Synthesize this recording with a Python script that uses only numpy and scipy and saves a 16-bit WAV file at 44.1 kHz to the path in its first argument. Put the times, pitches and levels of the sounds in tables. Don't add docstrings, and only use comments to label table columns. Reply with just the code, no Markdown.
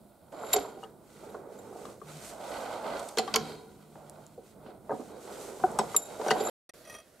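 import sys
import numpy as np
from scipy import signal
from scipy.fft import rfft, irfft, next_fast_len
from scipy.io import wavfile
from scipy.ndimage import map_coordinates

SR = 44100
rng = np.random.default_rng(int(sys.argv[2]) if len(sys.argv) > 2 else 0)


def master(y):
    cut = np.clip(np.atleast_2d(y).T, -1, 1)
    pcm = np.round(cut * 32767)
    wavfile.write(sys.argv[1], SR, pcm.astype(np.int16))


def ratio_of_db(decibels):
    return 10 ** (np.asarray(decibels, float) / 20)


N = 317520

# (start [s], end [s], fade-out [s])
SHOTS = [
    (0, 6.499, .0005),
    (6.692, 6.709, .014),
    (6.737, 7.3, .0005),
]
FIRST_SHOT_END_S = 6.6
TOP_HZ, FRICTION_TOP_HZ = 16500, 15750

# (frequency [Hz], left over right [dB])
PORT_LIKENESS = [(60, .7), (180, .9), (550, .87), (1650, .75), (5000, .6), (15000, .4)]
PORT_BALANCE = [(60, -0.5), (180, -2), (550, -4), (1650, -3.5), (4970, -1.5), (15000, -1.5)]
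# (frequency [Hz], level [dB])
BAR_SHADE = [(7500, -5.5), (11000, -15)]
# (frequency [Hz], time to fall 60 dB [s])
ROOM_DECAY = [(150, 0.53), (1000, 0.17), (5000, 0.28), (12000, 0.0094)]

# (time [s], level [dB])
BENCH_HUM = [
    [(2.0, -85), (2.03, -53), (2.18, -49.5), (2.22, -90)],
    [(3.35, -39), (3.6, -61), (4.6, -64.5), (4.68, -62.5)],
]

# (frequency [Hz], density [dB per Hz])
HISS_COLOR = [(1000, -43), (1700, -22), (2890, -11), (3080, -9), (3930, -3.5), (6020, -9.5), (8820, 0),
              (15700, -4)]
HISS_DB = -70.5

# (start [s], hold [s], level [dB])
JOLTS = [
    (0, 6.2, -60),
    (1.3, 1, -59),
    (3.36, 0.026, -47),
    (3.5, 0.71, -70),
    (4.62, 0.026, -61.5),
    (4.92, 0.091, -55.5),
    (5.65, 0.17, -48.5),
]
JOLT_RISE, JOLT_FALL = 150, 65
# (frequency [Hz], density [dB per Hz])
RUMBLE_COLOR = [(13, -47.5), (22, -33), (38, -11.5), (91, -6), (151, 0), (181, -2), (211, 5), (246, -5),
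                (300, -3.5), (390, -3.5), (660, -120)]

# (start [s], hold [s], level [dB], scrape note [Hz])
PUSHES = [(.328, .1, -45, 649), (.43, 0.2, -43, 640), (.52, 0.039, -45.5, 440), (.66, 0.065, -49.5, 478),
          (.9, 0.25, -61.5, 514), (1.24, 0.65, -48, 464), (2.1, 0.16, -51, 552), (2.33, 0.75, -46, 640),
          (2.47, 0.086, -41, 663), (2.6, 0.16, -40.5, 660), (2.86, 0.1, -35.5, 696),
          (3.26, 0.25, -49.5, 505), (3.98, 0.22, -53.5, 590), (4.6, 0.14, -53, 530),
          (4.9, 0.13, -51.5, 526), (5.12, 0.25, -47.5, 471), (5.3, 0.25, -44, 454),
          (5.68, 0.16, -40.5, 687), (5.96, 0.39, -49.5, 600), (6.13, 0.17, -46.5, 501),
          (6.27, 0.059, -37.5, 726), (6.36, 0.22, -34.5, 569)]
PUSH_RISE, PUSH_FALL, PUSH_REST_DB = 160., 100., -63.
# (frequency [Hz], density [dB per Hz])
DRAG_COLOR = [(130, -29), (220, -10), (711, -10), (915, -11), (1020, -14), (1450, -15), (1750, -27.5),
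              (1900, -25.5), (2470, -30), (4180, -120)]
SCRAPE_STEPS = [330, 450, 620, 850, 1100]

# (start [s], hold [s], rustle [dB], grind over rustle [dB])
RUBS = [(.326, 0.21, -63.5, 3), (.53, 0.047, -52, 9.5), (.66, 0.18, -67, 0.5), (1.12, 0.21, -62, -1.5),
        (1.53, 0.19, -64, -2.5), (1.78, 0.12, -58, -6), (2.1, 0.078, -53.5, -1), (2.25, 0.047, -48.5, -4.5),
        (2.45, 0.1, -53.5, 3), (2.56, 0.21, -55, 6), (2.88, 0.16, -54.5, 10), (3.04, 0.088, -54.5, -15),
        (3.2, 0.32, -56, 4), (3.62, 0.71, -69, 1), (4.46, 0.054, -67, -2), (4.64, 0.063, -77.5, 14.5),
        (4.93, 0.17, -62, -1), (5.23, 0.038, -55.5, -4), (5.33, 0.16, -51, -5), (5.55, 0.41, -55.5, -5.5),
        (5.9, 0.028, -50, -1), (6.08, 0.21, -55.5, -2), (6.28, 0.026, -49, 5.5), (6.39, 0.078, -53.5, 11.5)]
RUB_RISE, RUB_FALL, RUB_REST_DB = 165, 131, -85
FIRST_CATCH_RISE = 1500.
# (frequency [Hz], density [dB per Hz])
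GRIND_COLOR = [(880, 0), (1500, 9), (1770, -8.5), (1980, 2), (2790, -3.5), (3150, -1), (3640, -2.5),
               (4310, -1), (6000, -16.5), (7800, -38), (13200, -120)]
RUSTLE_COLOR = [(2940, -5), (5000, -3.5), (8050, 1), (10900, -6.5), (13500, -7.5), (15800, -49.5)]

# (time [s], peak [dB])
RATTLE = [(6.6933, -41.5), (6.8503, -48), (6.8733, -46.5), (6.887, -50), (6.896, -40.5), (6.9136, -51),
          (6.9235, -44.5), (6.939, -41), (6.9479, -41), (6.961, -48), (6.984, -44.5), (6.999, -48),
          (7.1944, -50.5)]
# (frequency [Hz], width [Hz], level [dB])
HANDLE_MODES = [(635, 60, 0), (1230, 36, -1), (1890, 40, 0), (2550, 34, -3), (3250, 13, 2), (5830, 80, 0),
                (9170, 70, -1), (10500, 30, -7), (12500, 64, -12), (14500, 61, -20)]
# (start [s], hold [s], level [dB])
HANDLE_SLIP = [
    (6.85, 0.14, -60),
]
# (time [s], room air [dB], hand rub [dB])
QUIET_SHOT = [(6.68, -45, -58), (6.74, -47, -68), (6.8, -49, -65), (6.86, -48.5, -65), (6.95, -45.5, -62),
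              (7.03, -53.5, -71), (7.2, -53, -104)]
# (frequency [Hz], density [dB per Hz])
AIR_COLOR = [(15, -27.5), (25, -6), (654, 4), (881, -10), (1430, -6.5), (2330, -12.5), (3220, -14.5),
             (11700, -14), (15800, -24)]
HAND_RUB_COLOR = [(1500, -30), (3600, -3), (4600, 0), (6000, -12), (12000, -14), (16000, -30)]
# (time [s], pitch [Hz], level [dB])
SQUEAKS = [
    [(6.74, 13500, -72), (6.81, 14200, -74), (6.85, 12600, -76)],
    [(6.81, 12000, -74), (6.835, 11400, -74), (6.87, 10600, -78)],
]

# (frequency [Hz], width [Hz], level [dB])
CASTING = [(152, 20, -6), (224, 25, -6), (291, 30, -5), (350, 30, -1), (432, 18, 4), (525, 30, -4),
           (605, 30, -5), (750, 18, 3), (890, 50, -8), (996, 50, -7), (1215, 60, -9), (1420, 45, -9)]
JAWS = [(2000, 90, -2), (2240, 90, -3), (2570, 150, -4), (2900, 100, -3), (3170, 130, 0), (3500, 120, -4),
        (3780, 90, -1), (4100, 120, -4), (4400, 70, 0), (4700, 90, -1), (5100, 130, -4), (5550, 150, -2),
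        (6290, 120, -4), (6800, 200, -5)]
CHEEK = (1560, 300, -12)

# (start [s], hold [s], level [dB])
CASTING_LINGER = [
    (.575, .03, -46),
    (3.2, 0.068, -48.5),
    (3.39, 0.085, -45),
    (5.66, 0.038, -45.5),
    (5.81, 0.054, -49.5),
]
JAW_LINGER = [
    (.36, .14, -67),
    (.575, .06, -61.5),
    (3.2, .03, -56.5),
    (3.38, .12, -54),
    (5.125, .02, -67),
    (6.44, .06, -62.5),
]
# (frequency [Hz], width [Hz], level [dB])
CASTING_LINGER_MODES = [(290, 70, -5), (440, 70, 0), (757, 60, -3), (985, 80, -5), (1420, 70, -8)]
JAW_LINGER_MODES = [(2300, 300, -4), (3200, 150, -2), (3850, 160, 0), (4230, 110, 0), (4750, 170, -2)]
LINGER_RISE, CASTING_LINGER_FALL, JAW_LINGER_FALL = 900., 55., 107

# (time [s], peak [dB], note [Hz], swell [ms], time to fall 60 dB [ms])
NOTES = [(0.5324, -25.5, 3810, 2.7, 30), (.543, -30, 432, 4, 80), (.559, -18, 413, 3.3, 67),
         (.57, -37, 281.7, 8.3, 200), (.6, -38.5, 402, 12, 220), (.822, -56, 2880, 8, 60),
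         (0.837, -40.5, 2890, 1.3, 20), (.842, -54, 3230, 1.7, 34), (3.274, -41, 3170, 3, 40),
         (3.36, -38, 228, 8.2, 490), (4.377, -40.5, 469, 7.3, 37), (4.915, -47, 132, 7.2, 220),
         (5.637, -13, 748, 7.1, 44), (5.637, -20, 372, 11, 43), (5.789, -23, 756, 4.4, 50),
         (5.793, -27.5, 410, 4.7, 77), (5.79, -25.5, 1017, 4, 42), (5.964, -30, 3790, 1.5, 22),
         (6.301, -26.5, 2875, 2.8, 28), (6.31, -28.5, 2000, 2.6, 50), (5.945, -28.5, 1160, 1.6, 29),
         (6.404, -40, 4750, 3, 40)]
# (time [s], peak [dB], lowest [Hz], highest [Hz])
TAPS = [(.3225, -50, 398, 2500), (1.724, -59, 400, 1500), (1.755, -48, 350, 1490), (3.957, -41, 150, 1480),
        (4.666, -45, 100, 3520), (4.8935, -45, 300, 1500), (6.2137, -34, 500, 2000),
        (6.2855, -21, 501, 1597), (6.694, -48, 249.6, 700)]

# (time [s], peak
# [dB], main note [Hz], second note [Hz], contact decay [ms])
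THUDS = [(0.322, -48, 520, 1000, 250), (0.411, -38, 596, 740, 58), (0.434, -28, 1010, 1356, 25),
         (0.538, -17, 697, 1060, 8.7), (0.547, -29.5, 427, 513, 20), (0.56, -18, 410, 570, 25),
         (0.648, -31.5, 400, 1020, 110), (0.767, -37, 380, 416, 110), (0.83, -31.5, 768, 1250, 180),
         (1.344, -29, 420, 1055, 47), (1.725, -37.5, 450, 605, 23), (1.756, -31, 354, 463, 18),
         (1.852, -32.5, 1194, 604, 140), (2.015, -34.5, 1180, 367, 22), (3.173, -20, 436, 980, 36),
         (3.182, -22.5, 750, 1410, 16), (3.19, -16.5, 443, 753, 28), (3.277, -25, 1156, 790, 86),
         (3.341, -23, 625, 1424, 110), (3.35, -20.5, 1074, 740, 120), (3.359, -20, 427, 1374, 44),
         (3.954, -42, 830, 476, 4.9), (4.376, -41.5, 437, 520, 11), (4.384, -38, 450, 576, 6.4),
         (4.893, -23, 584, 932, 26), (4.905, -22, 503, 904, 22), (4.915, -22, 750, 434, 53),
         (4.932, -26, 278, 620, 130), (4.995, -28, 256, 580, 110), (5.598, -34, 520, 1020, 88),
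         (5.636, -19.5, 1020, 1500, 7.9), (5.787, -12.5, 847, 1220, 18), (5.795, -26, 404, 707, 32),
         (5.944, -22, 1215, 930, 35), (6.195, -25, 388, 685, 33), (6.213, -26, 980, 510, 47),
         (6.262, -19.5, 760, 405, 90), (6.284, -18, 700, 1506, 17), (6.307, -12.5, 972, 1508, 48),
         (6.313, -25, 408, 692, 41),
         (4.659, -38, 250, 1125, 15),
    (4.68, -38, 668, 496, 26),
    (6.325, -31.5, 417, 693, 14),
    (6.362, -24, 1020, 440, 30),
    (6.402, -20.5, 418, 560, 124),
    (6.47, -27.5, 1213, 610, 64),
]
GRIP_HZ, NOTE_HZ = 22, 55

# (time [s], jaw [dB], snap [dB], jaw note [Hz], contact decay [ms])
CLINKS = [(0.5296, -25, -28.5, 3450, 4.9), (0.5315, -18, -25, 3750, 39), (0.5586, -26.5, -48, 2100, 4.7),
          (0.5639, -24.5, -37.5, 4640, 16), (0.827, -54, -63, 2910, 27), (0.835, -45, -50, 3000, 23),
          (0.843, -56, -60, 3200, 25), (1.853, -41, -59, 3800, 21), (2.9942, -37.5, -37, 3360, 63),
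          (3.0875, -38.5, -34, 3580, 34), (3.1718, -23.5, -39, 3200, 41), (3.1839, -12.5, -25.5, 4300, 58),
          (3.2754, -37.5, -58.5, 3200, 35), (3.3394, -13, -30.5, 4560, 46),
          (3.3596, -10.5, -13.5, 3134, 14), (5.7875, -19, -26.5, 7820, 73),
          (5.9477, -31.5, -49.5, 2016, 17), (5.9641, -22.5, -14, 3790, 7.3), (6.2125, -37, -68.5, 1780, 29),
          (6.261, -34.5, -51.5, 1930, 35), (6.2813, -27.5, -36, 5800, 22), (6.305, -20, -45.5, 2800, 24),
          (6.3099, -19.5, -32.5, 1850, 40), (6.313, -19.5, -31.5, 2910, 25), (6.4, -37, -57, 3790, 30.4),
          (6.4044, -35.5, -49, 3790, 39.6)]
# (time [s], snap [dB])
TICKS = [
    (2.4422, -52.5),
    (3.957, -65),
    (4.097, -35),
    (4.2657, -44),
    (5.716, -41.5),
]
TICK_JAW_DB, TICK_HZ, TICK_MS = -20, 4090, 5.6
# (frequency [Hz], density [dB])
SNAP_COLOR = [(2000, -36), (5000, 0.5), (8500, 11.5), (12000, -1), (16000, -21.5)]
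SNAP_DB = 3.5

# (frequency [Hz], quick decay [s], lasting decay [s], lasting share [dB]); decays to
# -60 dB
BAR_MODES = [(3830, .035, 1.5, -15), (7225, .05, .48, -26), (11160, .05, .4, -25), (11600, .05, .4, -25)]
# (time [s], then the peak of each bending mode [dB])
RINGS = [
    (0.531, -62, -21, -27, -21),
    (.535, -62, -38, -27.5, -19),
    (0.562, -81, -28.5, -82, -54.5),
    (1.30, -65, -65, -63, -54),
    (1.589, -63, -51.5, -63, -55),
    (3.183, -50, -31, -46.5, -36),
    (3.357, -60.5, -37.5, -48, -29),
    (5.9644, -42.5, -16.5, -17.5, -19),
]
PAIR_HZ = 15
# (start [s], hold [s], second mode [dB], first over it [dB], upper pair over it [dB])
SLIDES = [
    (.47, 0.062, -55, -14, -1),
    (5.925, 0.016, -61.5, -12, -2),
    (6.43, 0.09, -47.5, -7.5, 1),
]
SLIDE_RISE, SLIDE_FALL = 164, 1100


def unit(x):
    return x / np.sqrt(np.mean(np.abs(x) ** 2) + 1e-20)


def along(points, hz):
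    f, v = np.transpose(points)
    return np.interp(np.log(hz + 1), np.log(f + 1), v)


def curves(rows):
    s, *cols = np.transpose(rows)
    return [np.interp(np.arange(N) / SR, s, c, left=-140, right=-140) for c in cols]


def strokes(rows, rise, fall, rest_db=-140.):
    t = np.arange(N // 64 + 2) * 64 / SR
    start, hold, db, *traits = np.transpose(rows)[..., None]
    before = np.clip(start - t, 0, None)
    after = np.clip(t - start - hold, 0, None)
    power = ratio_of_db(db - rise * before - fall * after) ** 2 + 1e-30
    total = power.sum(0)
    slow = [10 * np.log10(total + ratio_of_db(rest_db) ** 2)]
    slow += [(power * trait).sum(0) / total for trait in traits]
    return [np.interp(np.arange(N) / SR, t, c) for c in slow]


def first_catches(rows, rise):
    return np.where(np.arange(len(rows)) == 0, FIRST_CATCH_RISE, rise)[:, None]


def wobble(rate, size=N):
    knots = rng.standard_normal(int(size * rate / SR) + 4)
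    return map_coordinates(knots, [np.arange(size) * rate / SR])


def filtered(x, response):
    m = next_fast_len(x.shape[-1] + SR // 4)
    shape = unit(response(np.fft.rfftfreq(m, 1 / SR)))
    return irfft(rfft(x, m) * shape, m)[..., :x.shape[-1]]


def low_pass(hz, corner_hz):
    return 1 / (1 + 1j * hz / corner_hz - (hz / corner_hz) ** 2) ** 2


def high_pass(hz, corner_hz):
    return low_pass(-corner_hz ** 2 / (hz + 1), corner_hz)


def resonant(modes):
    def response(f):
        return sum((-1) ** k * ratio_of_db(db) * 1j * f * w / (c * c - f * f + 1j * f * w)
                   for k, (c, w, db) in enumerate(modes))
    return response


def varied(modes, spread_db):
    return [(c, w, db + spread_db * rng.standard_normal()) for c, w, db in modes]


def contact(t60, rise=0.00053):
    t = np.arange(SR // 4) / SR
    return rng.standard_normal(len(t)) * ratio_of_db(-60 * t / max(t60, .003)) * (1 - np.exp(-t / rise))


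def add(track, s, db, sound):
    track[..., round(s * SR):][..., :sound.shape[-1]] += ratio_of_db(db) * sound / np.abs(sound).max()


def rush(spectrum, grain_db, grains):
    pair = rng.standard_normal((2, N)) * ratio_of_db(grain_db * wobble(grains))

    def share(hz):
        turn = np.arccos(np.clip(along(PORT_LIKENESS, hz), -1, 1)) / 2
        return ratio_of_db(along(spectrum, hz)) * (hz < FRICTION_TOP_HZ) * [np.cos(turn), np.sin(turn)]

    mid, side = filtered(pair, share)
    ports = np.array([mid + side, mid - side])
    return unit(filtered(ports, lambda hz: ratio_of_db(along(PORT_BALANCE, hz) * [[.5], [-.5]])))


def shop(x):
    hz, t, z = signal.stft(rng.standard_normal((2, SR // 2)), SR, nperseg=256)
    mid, side = signal.istft(z * ratio_of_db(-60 * t / along(ROOM_DECAY, hz)[:, None]), SR, nperseg=256)[1]
    tail = np.array([mid + 0.25 * side, mid - 0.59 * side]) / np.linalg.norm(mid)
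    delayed = np.pad(x, (250, 0))
    return signal.fftconvolve(delayed[None], tail, axes=1)[:, :N]


def hum():
    once = resonant([(152.83, 4.7, 0)])
    level = sum(ratio_of_db(curves(rows)[0]) for rows in BENCH_HUM)
    return level * filtered(rng.standard_normal(N), lambda f: once(f) ** 2)


def casting_scrape(scrape_hz):
    rough = rush(DRAG_COLOR, grain_db=0.3, grains=130.0)
    step = np.interp(scrape_hz, SCRAPE_STEPS, np.arange(len(SCRAPE_STEPS)))
    moving = 0
    for k, hz in enumerate(SCRAPE_STEPS):
        nearness = np.clip(1 - abs(step - k), 0, 1)
        moving = moving + nearness * unit(filtered(rough, resonant([(hz, 0.36 * hz, 0)])))
    ringing = unit(filtered(rough, resonant(CASTING)))
    return unit(1.26 * rough + 2.8 * moving + 0.14 * ringing)


def jaw_grind():
    grind = rush(GRIND_COLOR, grain_db=2.4, grains=200.)
    return unit(grind + 0.067 * unit(filtered(grind, resonant(JAWS))))


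def drag():
    rumble_db, = strokes(JOLTS, JOLT_RISE, JOLT_FALL)
    casting_db, scrape_hz = strokes(PUSHES, first_catches(PUSHES, PUSH_RISE), PUSH_FALL, PUSH_REST_DB)
    rustle_db, grind_over_db = strokes(RUBS, first_catches(RUBS, RUB_RISE), RUB_FALL, RUB_REST_DB)
    push = wobble(22)
    out = ratio_of_db(HISS_DB) * rush(HISS_COLOR, grain_db=-1.0, grains=490.0)
    out += ratio_of_db(rumble_db + 1.5 * wobble(9.6)) * rush(RUMBLE_COLOR, grain_db=0.5, grains=37.0)
    out += ratio_of_db(casting_db + .9 * push) * casting_scrape(scrape_hz)
    out += ratio_of_db(rustle_db + grind_over_db + 1.1 * push) * jaw_grind()
    out += ratio_of_db(rustle_db + 1.3 * wobble(22.33)) * rush(RUSTLE_COLOR, grain_db=1.0, grains=320.0)
    return (np.arange(N) < FIRST_SHOT_END_S * SR) * out


def handle():
    ticks = np.zeros(N + SR)
    for s, db in RATTLE:
        for modes in (HANDLE_MODES[:4], HANDLE_MODES[4:]):
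            add(ticks, s, db, filtered(contact(.04), resonant(varied(modes, spread_db=2.))))
    room_db, rub_db = curves(QUIET_SHOT)
    out = ticks[:N] + ratio_of_db(room_db - 7.5) * rush(AIR_COLOR, grain_db=1.0, grains=26.0)
    out += ratio_of_db(rub_db) * rush(HAND_RUB_COLOR, grain_db=2., grains=150.)
    for rows in SQUEAKS:
        hz, db = curves(rows)
        phase = 2 * np.pi * np.cumsum(hz + 60 * wobble(200)) / SR
        out += ratio_of_db(db + 2.77 * wobble(90)) * np.sin(phase)
    return out


def slip():
    level_db, = strokes(HANDLE_SLIP, 300., 250.)
    singing = filtered(rng.standard_normal(N), resonant(HANDLE_MODES[:4]))
    return ratio_of_db(level_db + 2.5 * wobble(40)) * singing


def linger():
    out = np.zeros((2, N))
    for rows, modes, fall in ((CASTING_LINGER, CASTING_LINGER_MODES, CASTING_LINGER_FALL),
                              (JAW_LINGER, JAW_LINGER_MODES, JAW_LINGER_FALL)):
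        level_db, = strokes(rows, LINGER_RISE, fall)
        feed = ratio_of_db(level_db) * rng.standard_normal((2, N))
        mid, side = filtered(feed, lambda f: sum(abs(resonant([mode])(f)) ** 2 for mode in modes))
        out += [mid + .3 * side, mid - 0.37 * side]
    return out


def notes_and_taps():
    out, t = np.zeros((2, N + SR)), np.arange(SR // 4) / SR
    for s, db, hz, swell_ms, t60_ms in NOTES:
        pan_db = 2.1 * np.log2(min(hz, 1500) / 600)
        swell = (1 - np.exp(-1000 * t / swell_ms)) ** 2
        note = swell * ratio_of_db(-60000 * t / t60_ms) * np.sin(2 * np.pi * hz * t)
        add(out, s, db, note * ratio_of_db([[pan_db], [-pan_db]]))
    click = 1. * (np.arange(2048) == 0)
    for s, db, low_hz, high_hz in TAPS:
        add(out, s, db, filtered(click, lambda f: low_pass(f, high_hz) * high_pass(f, low_hz)))
    return out[:, :N]


def knocks():
    out = np.zeros((2, N + SR))
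    for s, db, hz, second_hz, t60_ms in THUDS:
        struck = varied(CASTING + [CHEEK], spread_db=2.)
        body = resonant([(c, w + GRIP_HZ, level) for c, w, level in struck])
        notes = resonant([(hz, NOTE_HZ, 0), (second_hz, NOTE_HZ, -4.)])
        chatter = contact(t60_ms / 1000, rise=0.0023)
        chatter /= np.linalg.norm(chatter)
        push = np.arange(len(chatter)) == SR // 1000
        soft = lambda f: low_pass(f, 150 + 1.4 * max(hz, second_hz)) * high_pass(f, 185.)
        blow = filtered(push + .45 * chatter, lambda f: notes(f) * soft(f))
        blow += 0.86 * filtered(.5 * push + chatter, lambda f: body(f) * soft(f))
        pan_db = 1.86 * np.log2(hz / 560)
        add(out, s, db, blow * ratio_of_db([[pan_db], [-pan_db]]))
    return out[:, :N]


def clinks():
    out = np.zeros((2, N + SR))
    ticks = [(s, db + TICK_JAW_DB, db, TICK_HZ, TICK_MS) for s, db in TICKS]
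    for s, jaw_db, snap_db, hz, t60_ms in CLINKS + ticks:
        struck = [(c, 0.81 * w, level) for c, w, level in varied([CHEEK] + JAWS, spread_db=0.7)]
        chatter = contact(t60_ms / 1000, rise=0.00063)
        chatter /= np.linalg.norm(chatter)
        push = np.arange(len(chatter)) == SR // 1000
        mid = filtered(.6 * push + chatter, resonant(struck))
        mid += .8 * filtered(push + .6 * chatter, resonant([(hz, 110., 0)]))
        side = ratio_of_db(-5.0) * filtered(chatter, resonant(varied(JAWS[::3], spread_db=3.)))
        add(out, s, jaw_db, np.array([mid + side, mid - side]))
        snap = contact(t60_ms / 1600, rise=.0001)
        snap[1] += 0.41 * np.linalg.norm(snap)
        add(out, s, snap_db + SNAP_DB, filtered(snap, lambda f: ratio_of_db(along(SNAP_COLOR, f))))
    return out[:, :N]


def bar():
    out, t = np.zeros(N + SR), np.arange(SR // 2) / SR
    for s, *levels in RINGS:
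        for db, (hz, quick, lasting, lasting_db) in zip(levels, BAR_MODES):
            beat = .3 * wobble(70, size=len(t)) + np.cos(2 * np.pi * PAIR_HZ * t)
            fade = ratio_of_db(-60 * t / quick) + ratio_of_db(lasting_db - 60 * t / lasting) * beat
            onset = 1 - np.exp(-t / 0.00055)
            detuned_hz = hz * (1 + 0.001 * rng.standard_normal())
            add(out, s, db, fade * onset * np.sin(2 * np.pi * detuned_hz * t))
    sing_db, first_db, upper_db = strokes(SLIDES, SLIDE_RISE, SLIDE_FALL)
    for level_db, modes in ((sing_db + first_db, BAR_MODES[:1]), (sing_db, BAR_MODES[1:2]),
                            (sing_db + upper_db, BAR_MODES[2:])):
        once = resonant([(hz, 130., 0) for hz, *decays in modes])
        rubbing = ratio_of_db(level_db + 3.1 * wobble(100)) * rng.standard_normal(N)
        out[:N] += filtered(rubbing, lambda f: once(f) ** 2)
    return out[:N]


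def scene():
    low, jaw, ring = knocks(), clinks(), bar()
    left = filtered(np.roll(ring, 1), lambda hz: ratio_of_db(along(BAR_SHADE, hz))) * ratio_of_db(1.0)
    bar_ports = np.array([left, ring * ratio_of_db(1.5)])
    answer = ratio_of_db(-12.0) * shop(low.mean(0)) + ratio_of_db(-18.0) * shop(jaw.mean(0) + ring)
    first_shot = hum() + drag() + linger() + notes_and_taps() + low + jaw + bar_ports
    return first_shot + answer + handle() + slip()


def band_limit(x):
    return signal.sosfilt(signal.butter(12, 16830, fs=SR, output="sos"), x)


def record(dry):
    t = np.arange(N) / SR
    present = sum((t >= a) * np.clip((b - t) / fade, 0, 1) for a, b, fade in SHOTS)
    limited = filtered(dry, lambda hz: (hz < TOP_HZ) * high_pass(hz, 36.0))
    limited = limited * np.sqrt(2 * TOP_HZ / SR)
    return band_limit(limited * present)


dry = scene()
out = record(dry)
master(out)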